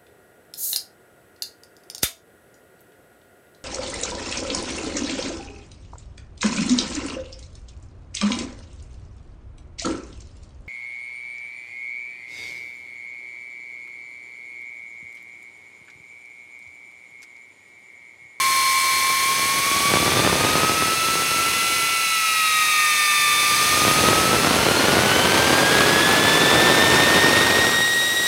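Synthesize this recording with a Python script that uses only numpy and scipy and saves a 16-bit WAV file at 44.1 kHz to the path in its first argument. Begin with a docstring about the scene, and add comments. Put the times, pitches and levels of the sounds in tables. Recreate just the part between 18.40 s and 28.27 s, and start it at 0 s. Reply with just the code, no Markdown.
"""A workshop bench: an air gun blows into the intake of a small aluminium turbine.
The rotor's bladed stages whine, rise a little, sag and then climb in pitch; their higher tones swell
as they glide through casing resonances. The jet hisses through the duct, changing colour as the close
microphone swings to the side. Air spilling from the intake buffets it with a lumpy roar and dull pops."""
import sys
import numpy as np
from scipy import signal
from scipy.fft import rfft, irfft
from scipy.io import wavfile

SR = 44100
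rng = np.random.default_rng(int(sys.argv[2]) if len(sys.argv) > 2 else 0)


def wav_record(signal):
    """Record a signal, one row per channel, as 16-bit PCM in the file named by sys.argv[1]."""
    frames = np.transpose(np.atleast_2d(signal))
    bounded = np.clip(frames, -1, 1)
    # unit amplitude maps onto the largest positive 16-bit level
    quanta = np.round(bounded * 32767).astype(np.int16)
    wavfile.write(sys.argv[1], SR, quanta)


N = 435266
BLADES = 12   # first stage


def from_db(db):
    """Decibels to gain."""
    return 10 ** (np.asarray(db) / 20)


def unit_rms(x):
    """Scale to unit power."""
    return x / np.sqrt(np.mean(x ** 2) + 1e-20)


def soft_step(x):
    """Smooth rise from 0 to 1 as x passes zero."""
    return .5 + .5 * np.tanh(x / 2)


def curve(rows):
    """Straight lines through (seconds, value) rows, at every sample."""
    return np.interp(np.arange(N) / SR, *np.transpose(rows))


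def spline(rows):
    """Natural cubic spline through (seconds, value) rows, at every sample."""
    knots_s, values = np.transpose(rows)

    def terms(t):
        return np.column_stack([np.abs(t[:, None] - knots_s) ** 3, np.ones_like(t), t])

    straight_ends = np.column_stack([[np.ones_like(knots_s), knots_s], np.zeros((2, 2))])
    weights = np.linalg.solve(np.vstack([terms(knots_s), straight_ends]), np.append(values, [0, 0]))
    grid_s = np.linspace(0, N / SR, 2000)
    return np.interp(np.arange(N) / SR, grid_s, terms(grid_s) @ weights)


def drift(rate_hz):
    """Smooth random wander of unit spread."""
    pole = np.exp(-2 * np.pi * rate_hz * 20 / SR)   # one step per 20 samples
    noise = rng.standard_normal(N // 20 + 4002)
    slow = signal.lfilter([1], [1, -2 * pole, pole * pole], noise)[4000:]
    return np.interp(np.arange(N) / 20, np.arange(len(slow)), unit_rms(slow))


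def at_hz(rows, hz):
    """Read (Hz, value) rows on a log-frequency axis."""
    knots_hz, values = np.transpose(rows)
    return np.interp(np.log(np.maximum(hz, 1)), np.log(knots_hz), values)


def peaks_db(resonances, hz):
    """Summed gain of bell-shaped peaks and notches."""
    return sum(db / (1 + (2 * (hz - centre) / width) ** 2) for centre, width, db in resonances)


def response(colour, resonances=(), size=4096):
    """Minimum-phase impulse response of a smooth spectrum with peaks and notches."""
    hz = np.arange(size // 2 + 1) * SR / size
    gain = from_db(at_hz(colour, hz) + peaks_db(resonances, hz))
    cepstrum = irfft(np.log(gain))
    cepstrum[1:size // 2] *= 2
    cepstrum[size // 2 + 1:] = 0
    return irfft(np.exp(rfft(cepstrum)))


def through(x, impulse):
    """Convolve, keeping N samples."""
    return signal.fftconvolve(x, impulse)[:N]


def butter(x, hz, kind, order=2):
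    """Causal Butterworth filter."""
    return signal.sosfilt(signal.butter(order, hz, kind, fs=SR, output="sos"), x)


def low_shelf(x, db, corner_hz):
    """Raise or lower everything under the corner."""
    return x + (from_db(db) - 1) * butter(x, corner_hz, "low", order=1)


# Rotor speed. Each row: time in seconds, first-stage blade-passing rate in Hz.
BLADE_RATE_HZ = [(0.0, 1067.84), (0.97, 1079.96), (1.91, 1209.28), (2.23, 1275.86), (2.89, 1332.73),
                 (3.54, 1340.09), (4.05, 1275.43), (4.31, 1241.19), (4.82, 1191.22), (6.2, 1372.74),
                 (6.44, 1427.22), (6.71, 1498.66), (8.1, 1765.36), (8.82, 1839.37), (9.02, 1855.47),
                 (9.87, 1902.57)]
# Air spilling from the intake. Each row: time in seconds, relative level in dB.
SPILL_DB = [(0.0, -42), (0.39, -42.5), (1.28, -33.1), (1.66, -23), (2.2, -22), (2.44, -27), (2.59, -32),
            (2.74, -30.5), (3.31, -33.5), (3.76, -44), (4.74, -43), (5.63, -19.0), (5.98, -20),
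            (6.13, -18.5), (8.79, -17.5), (9.3, -21.5), (9.51, -30.5), (9.87, -32)]


def airflow(strong_db=-32.5, spread_db=2.5, stall_below_hz=1396, spread_hz=93):
    """The heavy rotor changes speed smoothly; strong spill is ragged in stall, even once up to speed."""
    blade_hz = spline(BLADE_RATE_HZ)
    spill_db = curve(SPILL_DB)
    strong = soft_step((spill_db - strong_db) / spread_db)
    stall = strong * soft_step((stall_below_hz - blade_hz) / spread_hz)
    even = strong - stall
    return blade_hz / BLADES, spill_db, stall, even


def blade_tone(hz, waver, waver_hz=32):
    """A blade row's tone, scattered in level and phase by turbulent air."""
    phase = 2 * np.pi * np.cumsum(hz) / SR + rng.uniform(0, 2 * np.pi)
    in_phase = (1 + waver * drift(waver_hz)) * np.cos(phase)
    quadrature = waver * drift(waver_hz) * np.sin(phase)
    return np.sqrt(2) * (in_phase + quadrature)


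# Casing resonances and notches. Each row: centre in Hz, width in Hz, gain in dB.
CASING_PEAKS = [(1590, 485, -20), (1808, 120, 8.5), (2280, 180, 5), (2920, 150, -10.5), (3017, 135, 13),
                (3195, 39, -12), (3520, 200, 8), (3777, 95, 5.5), (4240, 94, 12), (4804, 98, 8),
                (5610, 810, 3.5), (6110, 140, 6), (7640, 110, 10), (9480, 200, 3)]


def casing_tone(hz, level_db, waver, wander_db=0.72, wander_hz=3):
    """A higher blade tone swells and dips as it glides through the casing's resonances."""
    grid_hz = np.arange(0, SR / 2, 5)
    casing_db = np.interp(hz, grid_hz, peaks_db(CASING_PEAKS, grid_hz))
    gain = from_db(level_db + casing_db + wander_db * drift(wander_hz))
    return gain * blade_tone(hz, 1.4 * waver)


# Bite of the jet on the first stage. Each row: time in seconds, relative whine level in dB.
BITE_DB = [(0.0, -24.5), (1.29, -28.5), (1.46, -25.5), (1.81, -33), (2.67, -25.5), (3.3, -30), (4.37, -25),
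           (4.57, -29), (4.92, -25), (5.96, -27), (6.22, -33), (6.71, -33.0), (7.36, -25), (7.94, -26.5),
           (8.67, -23.5), (9.87, -25.5)]
# First-stage overtones. Each row: harmonic, relative level in dB, dB gained per dB of deep drive above 0.
FIRST_STAGE_OVERTONES = [(2, -37, 0.24), (3, -44, 0.86), (4, -47.5, 0.2), (5, -49.5, -0.1)]
# Drive of the deeper stages. Each row: time in seconds, gain in dB.
DEEP_DRIVE_DB = [(0.0, 3), (0.7, 3.5), (2.1, -4.2), (3.4, 4.2), (4.2, 6.5), (4.8, 7.5), (5.3, 1.7),
                 (6.2, -10), (9.87, -9.5)]
# Tones of the deeper stages. Each row: cycles per shaft turn, relative level in dB.
DEEP_TONES = [(18, -34.5), (20, -40.5), (22, -42.5), (22.5, -43.5), (23, -43.5), (25, -41), (26, -37),
              (40, -56)]


def rotor(shaft_hz, spill_db, stall, gain_db=2.0, bite_db_per_db=0.44, spill_loss_db_per_db=0.081):
    """Bladed stages whine, locked to one shaft; spill roughens them and weakens the overtones."""
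    bite_db, deep_db = curve(BITE_DB), curve(DEEP_DRIVE_DB)
    gust_db = spill_db - spill_db.max()
    waver = 0.145 + 0.08 * np.sqrt(from_db(gust_db)) + 0.08 * stall
    blade_hz = BLADES * shaft_hz
    fundamental = from_db(bite_db) * blade_tone(blade_hz, waver)
    overtones = sum(casing_tone(harmonic * blade_hz, db + slope * np.maximum(deep_db, 0), waver)
                    for harmonic, db, slope in FIRST_STAGE_OVERTONES)
    overtone_db = bite_db_per_db * (bite_db - bite_db.mean()) - spill_loss_db_per_db * gust_db
    deep = sum(casing_tone(per_turn * shaft_hz, db, waver) for per_turn, db in DEEP_TONES)
    return from_db(gain_db) * (fundamental + from_db(overtone_db) * overtones + from_db(deep_db) * deep)


# Workshop decay. Each row: frequency in Hz, time to fall 60 dB in seconds.
ROOM_T60_S = [(300, 1), (1500, 0.92), (8000, 0.043)]


def workshop(x, gain_db=-24):
    """A faint diffuse tail, one second long, that dies sooner in the treble."""
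    t = np.arange(SR) / SR
    edges_hz = np.geomspace(200, 12800, 7)
    tail = 0
    for low, high in zip(edges_hz, edges_hz[1:]):
        decay = from_db(-60 * t / at_hz(ROOM_T60_S, np.sqrt(low * high)))
        tail = tail + decay * butter(rng.standard_normal(SR), [low, high], "band")
    return from_db(gain_db) * through(x, tail / np.sqrt(np.sum(tail ** 2)))


# Jet strength. Each row: time in seconds, relative level in dB.
JET_DB = [(0.0, -29), (0.08, -29), (1.4, -29.5), (1.92, -32), (3.41, -29.5), (3.55, -30.5), (5.31, -27.5),
          (6.27, -32.5), (8.6, -32.5), (9.81, -33), (9.87, -30)]
# Jet spectrum. Each row: frequency in Hz, relative density in dB.
JET_SPECTRUM_DB = [(40.0, -9), (90.0, -14), (300.0, -22.5), (700.0, -9), (1200.0, -1.5), (2500.0, 1),
                   (4200.0, 1.3), (6500.0, 2.15), (10000.0, -1), (11500.0, -9), (14000.0, -9.5),
                   (15600.0, -11)]
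# Intake duct resonances and notches. Each row: centre in Hz, width in Hz, gain in dB.
DUCT_PEAKS = [(902, 140, 4), (1410, 71, -2), (3320, 160, 1), (3435, 68, 6.5), (4285, 106, 7),
              (5330, 129.5, 0), (5800, 249.6, -2.5), (6150, 200, 4.5), (7190, 280, -13.5), (8540, 130, 3.5),
              (9300, 240, -3), (9160, 235.5, 5), (10120, 450, 6), (11000, 195.8, 6.5), (11100, 383.3, -0.5),
              (11950, 530, 7.5), (12546.5, 222.1, 5.5), (14100, 719.1, 6)]
# Extra peaks and notches at the side. Each row: centre in Hz, width in Hz, gain in dB.
SIDE_PEAKS = [(4300, 430, -2.5), (6400, 770, -6), (8300, 700, 4.5), (10200, 1300, -8), (13400, 1200, 3),
              (14500, 600, -4)]
# Microphone swing. Each row: time in seconds, position from 0 (intake) to 1 (side).
MIC_SWING = [(0, 0.1), (6, 0), (9, 0.43), (9.45, 0.9), (9.87, 1)]


def jet(stall, steady_roar, gain_db=5.0):
    """Hiss coloured by the duct and the microphone's position; fuller in stall."""
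    noise = rng.standard_normal(N)
    ahead = unit_rms(through(noise, response(JET_SPECTRUM_DB, DUCT_PEAKS)))
    beside = unit_rms(through(noise, response(JET_SPECTRUM_DB, [*DUCT_PEAKS, *SIDE_PEAKS])))
    swing = curve(MIC_SWING)
    hiss = (1 - swing) * ahead + swing * beside
    lower_band_db = 0.84 + 5 * stall - 2 * steady_roar   # turned down under the steady wind roar
    return from_db(curve(JET_DB) + gain_db) * low_shelf(hiss, lower_band_db, corner_hz=4500)


# Spill on the microphone. Each row: frequency in Hz, relative density in dB.
SPILL_SPECTRUM_DB = [(25, -22), (45, -15.5), (80, -2.5), (140, -1), (240, -2), (330, 0.5), (480, -0.5),
                     (680, -3.5), (1200, -4.5), (2400, -7.5), (4000, -11), (6500, -18.5), (10000, -24.5),
                     (15000, -34.5)]


def buffeting(spill_db, stall, even, lump_db=1.74, lump_hz=110):
    """Small eddies roar on the microphone port; stall adds bass and more patter from larger ones."""
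    lumpy_noise = from_db(lump_db * drift(lump_hz)) * rng.standard_normal(N)
    roar = unit_rms(through(lumpy_noise, response(SPILL_SPECTRUM_DB)))
    patter_share = 0.1 + 0.29 * stall
    wind = np.sqrt(1 - patter_share) * roar + np.sqrt(patter_share) * patter()
    bass_db = -0.5 + 8 * stall - 6.5 * even
    return from_db(spill_db + 1.27 - 2 * stall) * low_shelf(wind, bass_db, corner_hz=120)


def eddy(soft_hz=1300, port_hz=60, lag_hz=400):
    """One soft pressure kick whose lows trail its highs; peak 1."""
    kick = butter(response(SPILL_SPECTRUM_DB), soft_hz, "low", order=1)
    kick = butter(kick, port_hz, "high", order=1)
    pole = np.exp(-2 * np.pi * lag_hz / SR)
    for _ in range(2):
        kick = signal.lfilter([-pole, 1], [1, -pole], kick)   # all-pass
    return kick / np.abs(kick).max()


def patter(eddies_per_s=60, spread_db=9, count=2000):
    """Eddies of random size, shed one after another at uneven intervals."""
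    gaps_s = rng.uniform(.1, 1.9, count) / eddies_per_s
    sizes = from_db(rng.uniform(-spread_db, spread_db, count)) * rng.choice([-1, 1], count)
    starts = (np.cumsum(gaps_s) * SR).astype(int)
    hits = np.zeros(N)
    hits[starts[starts < N]] = sizes[starts < N]
    return unit_rms(through(hits, eddy()))


# Biggest eddies. Each row: start in seconds, relative peak in dB.
POP_PEAKS_DB = [(0.701, -20), (.995, -16), (1.199, -18), (1.363, -17), (1.538, -2.5), (1.571, -6.5),
                (1.627, -11), (1.663, -8), (1.720, -6), (1.793, -7), (1.865, -6), (1.875, -5), (1.929, -5),
                (2.048, -6), (2.247, -8), (2.423, -7), (2.755, -10.5), (2.915, -12.5), (5.451, -4),
                (5.480, -3.5), (5.512, -5.5), (5.639, -8), (5.73, -5), (8.730, -7), (9.406, -10)]


def pops(gain_db=-2.0):
    """The biggest eddies hit the microphone port and thump out of the roar."""
    hits = np.zeros(N)
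    for start_s, db in POP_PEAKS_DB:
        hits[round(start_s * SR)] = from_db(db + gain_db) * rng.choice([-1, 1])
    return through(hits, eddy())


def scene():
    """Whine with its faint room, hiss, buffeting and pops, at one microphone."""
    shaft_hz, spill_db, stall, even = airflow()
    whine = rotor(shaft_hz, spill_db, stall)
    mono = whine + workshop(whine) + jet(stall, even) + buffeting(spill_db, stall, even) + pops()
    return np.array([mono, mono])


def record(dry, bass_cut_hz=45, ceiling=0.85, top_cut_hz=15800):
    """The microphone drops the deep bass and rounds the highest peaks; the top is cut steeply."""
    sound = butter(dry, bass_cut_hz, "high")
    rounded = sound / (1 + (sound / ceiling) ** 4) ** .25
    top_cut = signal.ellip(12, .1, 90, top_cut_hz, fs=SR, output="sos")
    return signal.sosfilt(top_cut, rounded)


dry = scene()
out = record(dry)
wav_record(out)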